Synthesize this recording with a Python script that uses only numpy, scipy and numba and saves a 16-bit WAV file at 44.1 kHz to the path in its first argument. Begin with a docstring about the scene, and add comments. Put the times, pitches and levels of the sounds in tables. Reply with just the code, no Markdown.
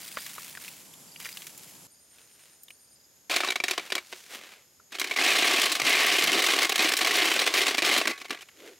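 """Snails clatter into a metal basin, which is then lifted, shaken and stirred by hand.
Each contact cracks, rings a hollow shell and knocks the damped metal; the heap tumbles, slides and rolls.
Before that, fingers pick the snails from wet mud among water plants, and small cavities pop open.
Leaves rustle, and a cricket, a katydid and an insect chorus sing behind in the open air.
The sound is close and nearly mono, with a fast limiter flattening the clatter."""
import sys
import numpy as np
from scipy import signal
from scipy.fft import rfft, irfft
from scipy.io import wavfile
from scipy.ndimage import uniform_filter1d, minimum_filter1d
from numba import njit

SR = 44100
rng = np.random.default_rng(int(sys.argv[2]) if len(sys.argv) > 2 else 0)


def int16_out(signal):
    """Quantize to a 16-bit WAV file."""
    q = np.round(np.clip(np.atleast_2d(signal).T, -1, 1) * 32767)
    wavfile.write(sys.argv[1], SR, q.astype(np.int16))


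N = 387638
TIME = np.arange(N) / SR
HIT_TIME = np.arange(SR // 7) / SR  # seconds within one hit
LEAVE_MUD_S, LIFT_S = 1.87, 4.9  # the digging ends; the basin comes off the ground

# The tone of a shell strike. Each row: frequency in Hz, gain in dB.
SHELL_COLOUR = [(80, -44), (190, -15.5), (323, -3.8), (527, -5.5), (718, -3.8), (917, -7), (1090, -3.2),
                (1430, -4.5), (2180, 0), (3960, -2.5), (7700, -11.8), (16000, -23.5)]
# The tone of wet mud. Each row: frequency in Hz, gain in dB.
MUD_COLOUR = [(80, -60), (240, -37), (400, -36), (1070, -14), (1490, -9.5), (2120, -3), (16000, -7)]


def contact(shell_hz, ring_db, lifted, rim_db=0):
    """One blow: a chattering crack, a hollow shell and the basin, whose modes shift with spot and load."""
    # The loaded basin's modes. Each row: pitch in Hz, level in dB on the ground and lifted, t60 in seconds.
    basin_modes = [(371, -22, -23.5, .09), (708, -18, -18.3, .029), (1090, -20.5, -18, .042),
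                   (1480, -21, -25, .03), (1760, -22, -20.5, 0.025), (2050, -26, -20, .04),
                   (2310, -20.5, -22.5, 0.059), (2680, -25, -23, 0.048), (3850, -23, -23.5, 0.08)]
    # The rim's modes, which ring on once the basin is lifted. Each row: pitch in Hz, level in dB.
    rim_modes = [(1115, -28), (1432, -32), (1560, -32), (1707, -30), (2003, -28), (2266, -33), (2536, -31)]
    spot, load = rng.standard_normal((2, len(basin_modes)))
    weights = rng.choice([-1, 1], len(basin_modes)) * undb(2.5 * spot)
    tunings = 1.04 + .03 * load if lifted else 1 + .014 * load  # lifting raises the modes
    basin = sum(weight * undb(lifted_db if lifted else ground_db) * ring(hz * tuning, t60)
                for weight, tuning, (hz, ground_db, lifted_db, t60) in zip(weights, tunings, basin_modes))
    boom = undb(-17.5) * ring(rng.uniform(260, 500), t60=.05)  # off the ground the bottom swings freely
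    rim = sum(rng.choice([-1, 1]) * undb(db + rim_db)
              * ring(hz * (1 + .022 * rng.standard_normal()), t60=.35) for hz, db in rim_modes)
    chatter = 1 + .9 * np.exp(-((HIT_TIME - rng.uniform(.003, .0089)) / .0018) ** 2)  # a second touch
    hard = undb(-7.5) * crack(t60=.0031) + undb(-1.5) * chatter * crack(t60=.035)
    hard += undb(-10.5) * crack(t60=.19)
    hollow = undb(ring_db) * ring(shell_hz, t60=.032)
    ping = undb(-15) * ring(rng.uniform(3827, 9500), t60=.03)  # the thin shell wall
    onset = 1 - np.exp(-HIT_TIME / .0004)  # a rounded shell takes a moment to bear on the metal
    return (hard + hollow + ping + basin + lifted * (boom + rim)) * onset


def knocks():
    """Single shells land, bounce and strike the wall and each other."""
    # Each row: start in seconds, relative level in dB, shell pitch in Hz, shell ring in dB,
    # brightness in dB per octave.
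    strikes = [(3.297, -22, 2380, -11, 3), (3.362, -8.5, 2240, -18, 1), (3.404, -13.5, 3600, -12, -1),
               (3.434, -15, 1290, -7, -3.5), (3.446, -16, 1130, -7, 0), (3.474, -18, 2570, -17, -2),
               (3.486, -14.5, 3880, -1, -1), (3.504, -12.5, 2320, -5, 1.5), (3.52, -17, 2280, -10, -1),
               (3.557, -13, 2240, -7, -0.5), (3.601, -14.5, 2350, -0.5, -2), (3.638, -8, 1880, -17, 0.5),
               (3.682, -14, 2360, -22, 0), (3.697, -23, 2300, -12, -1), (3.71, -11.5, 2420, -15, 0.5),
               (3.734, -23, 2400, -14, 0), (3.778, -14, 3070, -22, -1.5), (3.795, -24, 2310, -10, -2),
               (3.902, -24, 2380, -9, 2), (3.921, -13, 3080, -19, -1), (3.952, -14, 4330, -17, 1.5),
               (3.963, -21, 2300, -12, -3), (3.98, -17.5, 2280, -6, -0.5), (4.126, -24, 2040, -15, -1.5),
               (4.997, -15, 2440, -14, 5), (5.014, -14, 2140, -8.5, 0), (5.042, -21, 2300, -14, 2.5),
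               (5.111, -15, 2200, -3, -2), (5.116, -17, 2300, -1, -2), (5.162, -15, 2300, -7, 0),
               (5.585, -11, 2600, -12, -1.5), (5.616, -8, 3400, -12, 3), (5.638, -10, 2980, -13, 1),
               (5.657, -9, 4100, -13, 2), (5.718, -7, 4050, -11, 3.5), (5.752, -14, 2200, -14, 3),
               (5.798, -13, 2500, -15, 0), (5.817, -12.5, 2110, -10, 1), (6.184, -9, 3150, -7, 0),
               (6.222, -7, 3000, -15, 1), (6.464, -9, 3600, -14, 1.5), (6.486, -11, 1590, -12, 0),
               (6.503, -8, 3100, -14, 0), (6.536, -8, 2180, -13, 0), (6.588, -10, 3400, -15, 0),
               (6.619, -6, 2150, -13, 0), (6.629, -8, 2150, -11, 2), (6.647, -9, 2130, -10, 1),
               (6.694, -11, 800, -11, 2), (6.721, -12.5, 2790, -11, 0), (6.757, -9, 1720, -13, 2),
               (6.779, -14, 2222, -14, 2), (6.792, -6, 2490, -21, -1), (6.889, -11, 2510, -13, 2),
               (6.919, -11, 1760, -13, 0), (6.936, -11, 2140, -11, 1), (6.968, -7, 3940, -12, 5),
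               (7.012, -9, 3380, -14, 0), (7.047, -11, 2280, -13, 1), (7.071, -10, 2020, -13, 1),
               (7.109, -11, 1940, -9, 0), (7.363, -9, 2040, -14, 0), (7.392, -3.5, 4008, -12, 1),
               (7.417, -6, 2165, -12, 0), (7.464, -12, 3420, -13, 0), (7.474, -7, 3500, -11, 0),
               (7.539, -4, 2000, -18, 1), (7.576, -3.5, 2480, -13, 1), (7.615, -9, 3330, -14, 1),
               (7.667, -9, 2780, -9, 1), (7.681, -8, 3865, -15, 0.5), (7.709, -15, 1905, -17, 0),
               (7.746, -14, 2044, -16, -0.5), (7.772, -23, 2600, -12, 3), (7.781, -8, 2360, -12, 0),
               (7.789, -14, 1850, -8, -1), (7.821, -8, 2330, -15, -1), (7.964, -8, 3260, -7, -0.5),
               (7.977, -5, 2700, -17, 2.5), (8.014, -13, 2660, -10, -2), (8.054, -15, 1935, -9, -1),
               (8.073, -6.5, 2270, -16, 0.5), (8.111, -19, 2300, -14, 0), (8.215, -27, 2300, -12, 0),
               (8.252, -31, 2300, -10, -2), (8.306, -16, 2330, -14.5, -0.5), (8.328, -25, 2500, -14, -0.5),
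               (8.345, -33, 1650, -10, -2)]
    carry_s = 8.06  # from here the basin is held only by its edge and rings more freely
    out = np.zeros(N)
    for s, db, hz, ring_db, tilt in strikes:
        hit = contact(hz, ring_db, lifted=s > LIFT_S, rim_db=5 * (s > carry_s))
        add(out, s, undb(db) * set_energy(colour(hit, SHELL_COLOUR, tilt), ring_s=.0016))
    return out


def shells(lifted, count=90):
    """A palette of blows from shells that differ in size, hollowness and hardness."""
    hits = []
    for pitch, hollow, hardness in np.clip(rng.standard_normal((count, 3)), -2, 2):
        hz = np.clip(2650 * 2 ** (.48 * pitch), 1600, 9000)
        hit = contact(hz, ring_db=-10 + 3.5 * hollow, lifted=lifted)
        hits.append(colour(hit, SHELL_COLOUR, tilt=.096 + 1.58 * hardness))
    return hits


def heap():
    """A handful pours in; later the shells tumble, with more contacts the harder they are shaken."""
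    # Falling shells, a shake or a sweep of the hand set the heap tumbling.
    # Each row: start, push length and settling time in seconds, relative level in dB.
    tumbles = [(3.42, .05, .03, -35), (3.68, .04, .06, -42), (4.905, .09, .06, -39.5), (4.99, .15, .1, -37),
               (5.152, .1, .1, -25.5), (5.23, .33, .2, -23.7), (5.835, .28, .3, -23.3),
               (6.215, .22, .3, -24.3), (6.785, .075, .06, -23), (6.96, .15, .1, -27.8),
               (7.12, .2, .1, -24.7), (7.53, 0.072, .12, -25.5), (7.825, .115, 0.06, -24),
               (8.07, .02, .025, -30), (8.13, .3, .02, -47)]
    # A handful hits the basin all at once: one row with the same columns.
    pour = (3.296, .04, .07, -27.5)
    motion = np.maximum(pushes([pour], attack_s=.002), pushes(tumbles))
    shake_rate = 160 + 480 * np.minimum(motion / undb(-23), 1.25)
    poured = impacts(rate=900, spread_db=2) * (TIME <= LIFT_S)
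    shaken = impacts(shake_rate, spread_db=4.2) * (TIME > LIFT_S)
    clatter = scatter(poured, shells(lifted=False)) + scatter(shaken, shells(lifted=True))
    stirring = (TIME > 5.85) & (TIME < 7.6)
    wet = rustle(MUD_COLOUR, rate=230, spread_db=35, slide_db=-16) * stirring  # films tick between fingers
    return motion * (undb(1) * even(clatter, window_s=.045) + undb(-14) * even(wet, window_s=.19))


def sliding():
    """Shells scrape along the tilted wall and under the palm, and the basin hums with them."""
    # Each row: start, push length and settling time in seconds, level in dB.
    slides = [(5.17, .53, .06, -31), (5.755, .022, .025, -34), (5.822, .05, .05, -29), (6.3, .33, .05, -30),
              (7.02, .68, .05, -32), (7.83, .17, .04, -30)]
    # The scrape and the wall's hum. Each row: frequency in Hz, gain in dB.
    slide_colour = [(130, -34), (290, -1), (520, -4), (700, 0), (900, -8), (1150, 1), (1400, -7), (3300, 0),
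                    (8000, -13), (16000, -25)]
    scrape = rustle(slide_colour, rate=900, spread_db=4, slide_db=-12)
    return pushes(slides) * even(scrape, window_s=.03)


def rolling():
    """Shells roll and skid over the bare metal: countless small taps keep the bottom ringing."""
    # Each row: start, push length and settling time in seconds, level in dB.
    rolls = [(5.23, .3, .1, -29), (5.85, .33, .06, -27), (7.155, .07, .04, -29)]
    # The bottom's bright clatter. Each row: frequency in Hz, gain in dB.
    roll_colour = [(150, -40), (560, -18), (710, -5), (900, -24), (1400, -20), (1650, -5), (2150, 0),
                   (2950, -1.5), (3600, -7), (6000, -18), (16000, -32)]
    taps = rustle(roll_colour, rate=550, spread_db=4.5, slide_db=-18)
    return pushes(rolls) * even(taps, window_s=.04)


def squelches(cavities=4):
    """A wet film gives way, and a few mud-damped cavities of like size pop open one after another."""
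    # Wet clicks of mud, stems and droplets. Each row: start in seconds, relative level in dB,
    # cavity pitch in Hz, cavity ring in dB, brightness in dB per octave.
    clicks = [(0.171, -20.5, 1430, -1, -12), (0.186, -30, 1800, -6, -5), (0.264, -28, 3640, -13, -2),
              (0.381, -29, 1270, 7, -13), (0.551, -32, 1810, -1, -2), (0.573, -30, 1680, -1, -3),
              (0.647, -33, 2700, -2, -1), (0.68, -32.5, 2640, 3, -6), (0.938, -38, 3400, -4, 1),
              (1.16, -34, 2800, 9, 6), (1.201, -33, 2900, -2, -4), (1.248, -30, 2900, -3, -2),
              (1.256, -27, 2070, -1, -4), (1.264, -30, 1900, 0, -5), (1.29, -31, 2300, -3, 0),
              (1.371, -27.5, 2900, -4, -2), (1.42, -34, 3250, -3, -4), (1.468, -29, 5870, -10, -1.5),
              (1.577, -31, 7200, -6, 4), (2.634, -33, 6560, -21, 9), (2.683, -40, 3560, 6, -1),
              (2.705, -35, 2380, 1, -3), (4.799, -45, 1350, 12, -6), (8.426, -36.5, 2270, 0, -9),
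              (8.487, -39, 2220, -4, -7.5)]
    onset = 1 - np.exp(-HIT_TIME / .0004)
    out = np.zeros(N)
    for s, db, hz, ring_db, tilt in clicks:
        film = (crack(t60=.003) + crack(t60=.027)) * onset
        pop = colour(film, MUD_COLOUR, tilt)
        pop /= np.linalg.norm(pop)
        for k, (detune, wait) in enumerate(rng.uniform(-1, 1, (cavities, 2))):
            cavity_hz = hz * 2 ** (.35 * detune) if k else hz
            add(pop, k * (.0018 + .0007 * wait), undb(ring_db - 3.5 * k) * bubble(cavity_hz, t60=.018))
        add(out, s, undb(db) * set_energy(pop, ring_s=.00093))
    return out


def bubble(hz, t60, rise_per_s=6):
    """A wet cavity whose ring climbs as it opens."""
    return np.sqrt(2) * fade(t60) * np.sin(2 * np.pi * hz * HIT_TIME * (1 + rise_per_s * HIT_TIME / 2))


def digging():
    """Fingers slide through wet stems, and small pockets of mud suck open under the firmer pushes."""
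    # Each row: start and push length in seconds, relative level in dB.
    digs = [(-.02, 0.13, -46), (0.14, 0.34, -45), (0.587, 0.093, -46), (1.185, .1, -45.5),
            (1.352, 0.12, -50), (1.565, 0.13, -53)]
    release_s, rub_db, firm_db = .15, -61, -45.5
    hiss = rustle(MUD_COLOUR, rate=500, spread_db=4.5, slide_db=-6)
    pocket_hz = np.clip(2200 * 2 ** (.5 * rng.standard_normal(60)), 700, 7000)
    suction = scatter(impacts(rate=600, spread_db=4), [ring(hz, t60=.015) for hz in pocket_hz])
    effort = pushes([(s, length, release_s, db) for s, length, db in digs], attack_s=.028, sag_db_per_s=8)
    effort = np.maximum(effort, undb(rub_db))  # between pushes the fingers rub the shells clean
    effort *= TIME < LEAVE_MUD_S
    pull = undb(-53) * (effort / undb(firm_db)) ** 2.1  # suction grows faster than the hiss
    ticks = rustle(MUD_COLOUR, rate=260, spread_db=10, slide_db=-25)  # wet films snap
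    friction = undb(1.7) * even(hiss, window_s=.083) + undb(-4) * unit(ticks)
    return effort * friction + pull * even(suction, window_s=.035)


def bumps():
    """Hand, basin and foot bump dully: brief swells of low noise."""
    # Each row: peak time in seconds, level in dB, pitch in Hz, half-width in seconds.
    thuds = [(5.842, -49, 169, 0.021), (6.27, -44.5, 189.7, 0.035), (6.361, -33, 340, 0.04),
             (7.987, -31.5, 324.6, 0.012), (8.087, -33, 328, 0.026), (8.315, -38, 333, 0.013),
             (8.663, -49.5, 407, 0.069)]
    return sum(undb(db) * swell(s, width) * band(hz, hz / 2) for s, db, hz, width in thuds)


def leaves():
    """Feet and basin brush the leaves brightly; underfoot they crush with a duller swish."""
    # Each row: peak time in seconds, level in dB, treble gain in dB, half-width in seconds.
    brushes = [(2.195, -58, -1, .082), (2.44, -59, .5, .13), (3.695, -42, -7, .025), (3.85, -43, -6, .08),
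               (4.16, -51, 2, .12), (4.338, -39.5, -4, .035), (4.45, -45, -7.5, .13),
               (8.657, -48.5, -10, .05), (8.65, -57, -5, .2)]
    # The tone of the foliage. Each row: frequency in Hz, gain in dB.
    leaf_colour = [(120, -26), (200, -7.5), (509, -2), (900, -6), (2020, 0.5), (4430, -1), (7270, -3.5),
                   (16000, -13)]
    texture = even(rustle(leaf_colour, rate=400, spread_db=8, slide_db=1.5), window_s=.13)
    dull, bright = (butter(texture, 3, 3500, kind) for kind in ("lowpass", "highpass"))
    return sum(undb(db) * swell(s, width) * (dull + undb(treble_db) * bright)
               for s, db, treble_db, width in brushes)


def cricket():
    """Pairs of wing strokes, each a short whistle that falls in pitch; no two are quite alike."""
    # Each row: start and end in seconds, pitch in Hz, level in dB.
    trills = [(-.008, .25, 4850, -44), (1.081, 1.35, 4850, -45.5), (1.905, 2.02, 4870, -56),
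              (2.755, 3.07, 4870, -58)]
    stroke_s, pair_s, warm_up_s = .011, .0413, .07
    t = np.arange(int(stroke_s * SR)) / SR
    out = np.zeros(N)
    for start, end, hz, db in trills:
        for s in np.arange(start, end, pair_s):
            cold = np.exp(-(s - start) / warm_up_s)  # a trill starts flat and soft, then comes up
            for lag in (0, stroke_s):
                detune, strength, fall = rng.standard_normal(3)
                glide = 1 - (.07 + .035 * fall) * (t / stroke_s - .5)
                pitch = hz * (1 - .05 * cold + .01 * detune) * glide
                stroke = np.hanning(len(t)) * np.sin(2 * np.pi * np.cumsum(pitch) / SR)
                add(out, s + lag - stroke_s / 2, stroke * undb(db - 7 * cold + 2.2 * strength))
    return out


def katydid():
    """A high buzz that throbs ten times a second, in two phrases."""
    throb = 1 + .5 * np.cos(2 * np.pi * 10 * (TIME - 2.83))
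    phrases = undb(-59) * (TIME < .7) + undb(-63.5) * ((TIME > 1.91) & (TIME < 2.955))
    return phrases * throb * band(9130, width_hz=610)


def outdoors():
    """Moving air and a distant insect chorus, louder at the mud bank than in the field by the basin."""
    # The air over the mud and over the field. Each row: frequency in Hz, gain in dB.
    mud_air = [(30, -21), (161, 2), (449, -7), (937, -7), (2010, -17.5), (3220, -11.5), (3770, -14.5),
               (6900, -9), (11400, -11), (16000, -34.5)]
    field_air = [(30, -43), (59, -6.5), (385, -10.5), (582, -12), (1200, -18.5), (1590, -16.5),
                 (5500, -24.5), (7150, -65), (12100, -120)]
    # The chorus. Each row: centre and width in Hz, level in dB at the mud and in the field.
    insects = [(5120, 300, -69, -72.5), (6730, 590, -82, -67), (7130, 810, -62, -86),
               (11350, 450, -61.5, -78), (11650, 500, -72, -71)]
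    at_mud = TIME < LEAVE_MUD_S
    mud = undb(-54) * unit(colour(rng.standard_normal(N), mud_air))
    field = undb(-68) * unit(colour(rng.standard_normal(N), field_air))
    field += undb(-67) * band(8100, width_hz=9900)
    chorus = sum(undb(np.where(at_mud, mud_db, field_db) + .78 * walk(rate=20)) * band(hz, width)
                 for hz, width, mud_db, field_db in insects)
    return np.where(at_mud, mud, field) * undb(.31 * walk(rate=12)) + chorus


def rustle(points, rate, spread_db, slide_db):
    """Tiny slips, rate a second, over a smooth sliding hiss, coloured by (Hz, dB) points."""
    slip_power = signal.oaconvolve(impacts(rate, spread_db) ** 2, fade(t60=.008))[:N]
    envelope = unit(np.sqrt(np.abs(slip_power))) + undb(slide_db)
    return colour(rng.standard_normal(N) * envelope, points)


def impacts(rate, spread_db):
    """Randomly timed impulses of scattered strength, rate a second on average."""
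    return (rng.random(N) < rate / SR) * undb(spread_db * np.clip(rng.standard_normal(N), -2, 2))


def scatter(impulses, sounds):
    """Each impulse sets off one of the sounds, picked by chance."""
    out = np.zeros(N)
    for i in np.flatnonzero(impulses):
        add(out, i / SR, impulses[i] * sounds[rng.integers(len(sounds))])
    return out


def ring(hz, t60):
    """One struck mode holding unit energy."""
    return np.sqrt(2) * fade(t60) * np.sin(2 * np.pi * hz * HIT_TIME)


def crack(t60):
    """Countless close modes dying together."""
    return fade(t60) * rng.standard_normal(len(HIT_TIME))


def fade(t60):
    """Exponential decay holding unit energy, down 60 dB after t60 seconds."""
    shape = np.exp(-np.log(1000) * HIT_TIME / t60)
    return shape / np.linalg.norm(shape)


def pushes(rows, attack_s=.026, sag_db_per_s=4):
    """Envelope of pushes: each rises, sags while it lasts and dies away; the strongest leads."""
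    out = np.zeros(N)
    for start, length, release_s, db in rows:
        age = np.maximum(TIME - start, 0)
        rise = np.minimum(age / attack_s, 1)
        fall = np.exp(-np.maximum(age - length, 0) / release_s)
        out = np.maximum(out, rise * fall * undb(db - sag_db_per_s * age))
    return out


def swell(s, half_width_s):
    """A smooth rise and fall around time s."""
    return np.exp(-((TIME - s) / half_width_s) ** 2)


def walk(rate):
    """Random drift with a spread near 1, turning rate times a second."""
    points = rng.standard_normal(int(N / SR * rate) + 2)
    return np.interp(TIME * rate, np.arange(len(points)), points)


def band(hz, width_hz):
    """Noise in one resonance, rms 1."""
    edges = np.clip([hz - width_hz / 2, hz + width_hz / 2], 20, SR / 2 - 100)
    return unit(butter(rng.standard_normal(N), 2, edges, "bandpass"))


def butter(x, order, hz, kind):
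    """Filter with a flat passband."""
    return signal.sosfilt(signal.butter(order, hz, kind, fs=SR, output="sos"), x)


def colour(x, points, tilt=0):
    """Causal EQ through (Hz, dB) points, tilted by dB per octave about 2.5 kHz."""
    size = 2048
    hz, db = np.transpose(points)
    octave = np.log2(np.maximum(np.arange(size // 2 + 1), .5) * SR / size)
    gain_db = np.interp(octave, np.log2(hz), db) + tilt * np.maximum(octave - np.log2(2500), -2)
    cepstrum = irfft(np.log(undb(gain_db)))
    cepstrum[1:size // 2] *= 2  # minimum phase keeps the attacks sharp
    cepstrum[size // 2 + 1:] = 0
    return signal.oaconvolve(x, irfft(np.exp(rfft(cepstrum))))[:len(x)]


def even(x, window_s):
    """Even out a texture's slow swells, to rms near 1."""
    y = unit(x)
    return y / np.sqrt(uniform_filter1d(y ** 2, int(window_s * SR) + 1) + .011)


def set_energy(hit, ring_s):
    """Scale a hit to the energy of a full-scale sound lasting ring_s."""
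    return hit * np.sqrt(ring_s * SR) / np.linalg.norm(hit)


def unit(x):
    """Scale to rms 1."""
    return x / np.sqrt(np.mean(x ** 2) + 1e-18)


def undb(db):
    """Decibels to gain."""
    return 10 ** (np.asarray(db) / 20)


def add(track, s, sound):
    """Mix a sound into a track at time s."""
    start = max(int(s * SR), 0)
    track[start:start + len(sound)] += sound[:max(len(track) - start, 0)]


@njit
def peak_follower(x, release):
    """Jumps to each peak and falls back exponentially."""
    out, held = np.empty(len(x)), 0.
    for i in range(len(x)):
        held = max(x[i], held * release)
        out[i] = held
    return out


def scene():
    """Near sounds sit in the centre with a faint, bright stereo spread; air and chorus are wide."""
    # The tone of the stereo spread. Each row: frequency in Hz, gain in dB.
    spread_colour = [(300, -38), (2000, -40), (5000, -27), (15000, -28)]
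    near = undb(-3) * knocks() + heap() + sliding() + rolling()
    near = near + squelches() + bumps() + digging() + leaves()
    mid = near + cricket() + katydid() + outdoors()
    side = undb(-6) * outdoors() + undb(-13) * katydid()
    spread = colour(signal.oaconvolve(near, crack(t60=.03))[:N], spread_colour)
    add(side, s=.004, sound=spread)
    return np.array([mid + side, mid - side])


def record(dry):
    """A fast look-ahead limiter holds the peaks down; the rumble is thinned and the top is cut steeply."""
    ceiling_db, release_s, top_hz = -12, .008, 15800
    peaks = peak_follower(np.abs(dry[0]), np.exp(-1 / (release_s * SR)))
    gain = np.minimum(1, undb(ceiling_db) / (peaks + 1e-9))
    gain = uniform_filter1d(minimum_filter1d(gain, size=33), size=33)  # ducks just ahead of each peak
    thinned = butter(dry * gain, 1, 70, "highpass")
    return signal.sosfilt(signal.ellip(10, .2, 70, top_hz, fs=SR, output="sos"), thinned)


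dry = scene()
out = record(dry)
int16_out(out)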